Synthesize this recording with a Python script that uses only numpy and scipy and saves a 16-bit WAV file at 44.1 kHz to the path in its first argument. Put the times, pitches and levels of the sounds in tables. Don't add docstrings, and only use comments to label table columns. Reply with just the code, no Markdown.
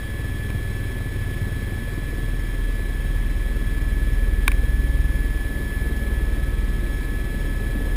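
import sys
import numpy as np
from scipy import signal
from scipy.fft import rfft, irfft, next_fast_len
from scipy.io import wavfile
from scipy.ndimage import map_coordinates

SR = 44100
rng = np.random.default_rng(int(sys.argv[2]) if len(sys.argv) > 2 else 0)


def put_to_file(sound):
    columns = np.atleast_2d(sound).T
    safe = np.clip(columns, -1, 1)
    whole_steps = np.round(safe * 32767)
    wavfile.write(sys.argv[1], SR, whole_steps.astype(np.int16))


N = 351035
TIME = np.arange(N) / SR
TEETH_PER_BLADE, TEETH_PER_TAIL_BLADE, TEETH_PER_TURN = 87.95, 24.92, 60.9


def main_rotor(blade, sharpest_s=5.0, slide_hz=.11, waver_db=1.2):
    # (time [s], second tone's level [dB], third tone's level [dB])
    throb_levels = [(0.0, -34.2, -35.0), (0.65, -30.2, -34.4), (1.95, -28.7, -38.0), (2.3, -22.7, -36.0),
                    (3.1, -22.4, -32.0), (4.05, -22.0, -25.6), (4.6, -19.4, -24.4), (5.0, -21.8, -23.0),
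                    (5.5, -25.6, -31.7), (6.1, -26.8, -24.5), (6.75, -21.7, -29.1), (7.05, -26.0, -29.8),
                    (7.5, -23.4, -35.8), (7.96, -22.0, -28.5)]
    second_db, third_db = curves(throb_levels)
    first_db = -35.7 + .4 * (third_db - third_db.mean())
    fourth_db = third_db - 14
    slide = slide_hz * (sharpest_s - TIME)
    tones = [(first_db, 0), (second_db, 0), (third_db, slide), (fourth_db, slide)]
    dip_phase = -1 / 3
    return sum(tone(k * blade + dip_phase + lead, db + waver_db * walk(9))
               for k, (db, lead) in enumerate(tones, 1))


def buffet(blade, scatter_db=2.0, jitter_s=.001, cabin_hz=98, cabin_width_hz=42):
    passes = np.flatnonzero(np.diff(np.floor(blade - .74)))
    timing, strength = rng.standard_normal((len(passes), 2)).T
    hits = passes + (jitter_s * SR * timing).astype(int)
    thumps = np.zeros(N)
    thumps[np.clip(hits, 0, N - 1)] = undb(scatter_db * strength)
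    return level(resonate(thumps, cabin_hz, cabin_width_hz), 0)


def tail_rotor(tail_blade, wander_cycles=.026, waver_db=1.5):
    # (multiple of the tail blade rate, level [dB])
    hum_tones = [(1, -38), (2, -41.5), (3, -49), (4, -48), (5, -54), (8, -59)]
    cycles = tail_blade + wander_cycles * walk(7)
    return sum(tone(round(k) * cycles + rng.random(), db + waver_db * walk(5)) for k, db in hum_tones)


def gears(mesh, mesh_hz, blade, flutter_db=.5):
    # (time [s], level [dB])
    whine_levels = [(0, -40.5), (3.4, -42), (5.9, -37), (6.6, -43.5), (6.95, -40), (7.96, -39.5)]
    # (pitch [Hz], level [dB])
    shaft_tones = [(1521, -64), (1624, -61), (1694, -54.5), (1955, -60), (2599, -67), (3441, -65.5),
                   (3912, -66.5), (3944, -79)]
    whine_db, = curves(whine_levels)
    load = throb(mesh / TEETH_PER_TURN, depth=.06) * throb(blade, depth=.09) * throb(2 * blade, depth=.06)
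    whine = load * tone(mesh, whine_db + flutter_db * walk(19))
    sag_hz = mesh_hz.mean() - mesh_hz
    second_whine = tone(mesh / 1.3233, -57.5 + .77 * sag_hz)
    shaft_time = mesh / mesh[-1] * TIME[-1]
    return whine + second_whine + sum(tone(hz * shaft_time, db) for hz, db in shaft_tones)


def airflow(blade, waver_db=.2):
    # (frequency [Hz], relative level [dB])
    roar_spectrum = [(20, -6), (40, -3), (85, 10), (125, 2), (150, -3.5), (195, 2.5), (280, -0.5),
                     (380, -4.5), (460, -6.5), (495, -13.5), (540, -7.5), (610, -14), (900, -20.5),
                     (1500, -40)]
    return coloured(roar_spectrum) * throb(blade, depth=.013) * undb(waver_db * walk(5))


def rough_air(edge_s=.3):
    # (start [s], end [s], buffet change [dB], airflow change [dB])
    gusts = [(.47, 1.9, 2.5, 1.5), (3.5, 6.9, 2, .2), (5.55, 6.34, -3.5, 1.7), (7.659, 9.6, 1, 2)]
    buffet_db = -30.5 - 1.45 * TIME
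    air_db = -36.5 + .5464 * TIME
    for start_s, end_s, buffet_change_db, air_change_db in gusts:
        swell = np.clip(.5 + np.minimum(TIME - start_s, end_s - TIME) / edge_s, 0, 1)
        buffet_db += buffet_change_db * swell
        air_db += air_change_db * swell
    return buffet_db, air_db


def blade_swish(blade, lag=.72, rise=.062, fade=.2):
    # (frequency [Hz], relative level [dB])
    swish_spectrum = [(200, -3), (300, 4.5), (430, -3), (560, -9.5), (800, -16)]
    since = (blade - lag) % 1
    envelope = np.minimum(since / rise, 1) * np.exp(-since / fade)
    strength = undb(1.3 * walk(20))
    return level(coloured(swish_spectrum) * envelope * strength, 0)


def turbine(mesh, blade, rush_db=-44):
    # (frequency [Hz], relative level [dB])
    rush_spectrum = [(600, -6), (950, -4), (1110, 2.5), (1270, -6), (1420, -6.5), (1660, 3.5), (2080, 1),
                     (2340, 2.5), (2500, -5.5), (2850, -7), (3250, -2), (3700, -7), (4400, -13.5),
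                     (5400, -13)]
    # (pitch [Hz], rough width [Hz], level [dB])
    singing_bands = [(1720, 160, -61), (1934, 42, -62), (2274, 110, -60), (2378, 33, -59.5),
                     (2630, 44, -61.5), (2950, 59, -82), (3160, 35, -61.5), (3570, 23, -71),
                     (3857, 63, -64.5), (4046, 32, -62.5), (4650, 90, -65.5), (5160, 150, -65),
                     (5390, 52, -63.5)]
    rush = undb(rush_db + .21 * walk(11)) * coloured(rush_spectrum)
    singing = sum(undb(db) * narrow_band(hz, width_hz) for hz, width_hz, db in singing_bands)
    whistle = undb(-55.5 - .52 * TIME) * narrow_band(hz=3298, width_hz=42)
    shake = throb(blade, depth=.026) * throb(mesh / TEETH_PER_TURN, depth=.03)
    return (rush + singing + whistle) * shake


def ticks():
    # (time [s], strength [dB], share of case ring [0-1], contact time [s])
    knocks = [(.5022, -23, 1, .0006), (4.4767, -15, .2, .0005), (4.4789, 3, 1, .0007),
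              (4.5173, -10, .45, .0005), (4.52, -21, .6, .0005), (6.8645, -27, .8, .0004)]
    # (pitch [Hz], level [dB], time to fade by 60 dB [s])
    piece_modes = [(2350, 0, .009)]
    # (pitch [Hz], level [dB], time to fade by 60 dB [s])
    case_modes = [(1110, -11, .016), (1575, -6, .012), (3170, -11, .009), (3710, -9, .009),
                  (4450, -10, .005), (5400, -12.5, .006)]
    out = np.zeros(N)
    for start_s, db, share, contact_s in knocks:
        start = int(start_s * SR)
        span = slice(start, start + SR // 20)
        age = np.maximum(TIME[span] - start_s, 0)
        push = 1 - np.exp(-age / contact_s)
        out[span] += undb(db) * push * (ring(piece_modes, age) + share * ring(case_modes, age))
    return out


def ring(modes, age):
    return sum(undb(db - 60 * age / fade_s) * np.sin(2 * np.pi * hz * age) for hz, db, fade_s in modes)


def narrow_band(hz, width_hz, flicker_db=.5):
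    band = resonate(rng.standard_normal(N), hz, 1.25 * width_hz)
    return level(band, 0) * undb(flicker_db * walk(9))


def resonate(x, hz, width_hz):
    b, a = signal.iirpeak(hz, hz / width_hz, fs=SR)
    return signal.lfilter(b, a, signal.lfilter(b, a, x))


def coloured(points):
    hz, db = np.transpose(points)
    size = next_fast_len(N)
    freqs = np.maximum(np.arange(size // 2 + 1) * SR / size, 1)
    gain = undb(np.interp(np.log(freqs), np.log(hz), db))
    roll_off = np.minimum(freqs / hz[0], 1) ** 2 * np.minimum(hz[-1] / freqs, 1) ** 2
    spectrum = rfft(rng.standard_normal(size)) * gain * roll_off
    return level(irfft(spectrum, size)[:N], 0)


def tone(cycles, db):
    return np.sqrt(2) * undb(db) * np.sin(2 * np.pi * cycles)


def throb(cycles, depth):
    return 1 + depth * np.cos(2 * np.pi * cycles)


def walk(rate):
    steps = rng.standard_normal(2048)
    return level(map_coordinates(steps, [TIME * rate], order=2, mode="wrap"), 0)


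def curves(table):
    times, *columns = np.transpose(table)
    return [np.interp(TIME, times, column) for column in columns]


def level(x, db):
    return x * undb(db) / np.sqrt(np.mean(x ** 2))


def undb(db):
    return 10 ** (np.asarray(db) / 20)


def scene():
    # (time [s], rate of teeth meeting [Hz])
    gear_speed = [(0.0, 1725.7), (1.0, 1724.7), (1.8, 1722.3), (2.8, 1724.0), (3.6, 1720.5), (4.25, 1720.3),
                  (4.8, 1724.3), (5.7, 1721.8), (6.45, 1715.4), (7.96, 1718.8)]
    mesh_hz, = curves(gear_speed)
    mesh = np.cumsum(mesh_hz) / SR
    blade = mesh / TEETH_PER_BLADE
    buffet_db, air_db = rough_air()
    swish_db = -44 + .12 * (buffet_db - buffet_db.mean())
    rotors = main_rotor(blade) + undb(buffet_db) * buffet(blade) + tail_rotor(mesh / TEETH_PER_TAIL_BLADE)
    air = undb(air_db) * airflow(blade) + undb(swish_db) * blade_swish(blade)
    engine = gears(mesh, mesh_hz, blade) + turbine(mesh, blade)
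    return (rotors + air + engine + ticks())[None]


def record(dry):
    peak_limit, top_hz = .73, 15350
    sampled = signal.resample_poly(dry, 40, 147, axis=1, window=("kaiser", 5))
    clipped = np.clip(sampled, -peak_limit, peak_limit)
    held = np.repeat(clipped, 4, axis=1)
    out = signal.resample_poly(held, 147, 160, axis=1)[:, :N]
    treble_cut = signal.ellip(10, .2, 70, top_hz, fs=SR, output="sos")
    return signal.sosfilt(treble_cut, out)


dry = scene()
out = record(dry)
put_to_file(out)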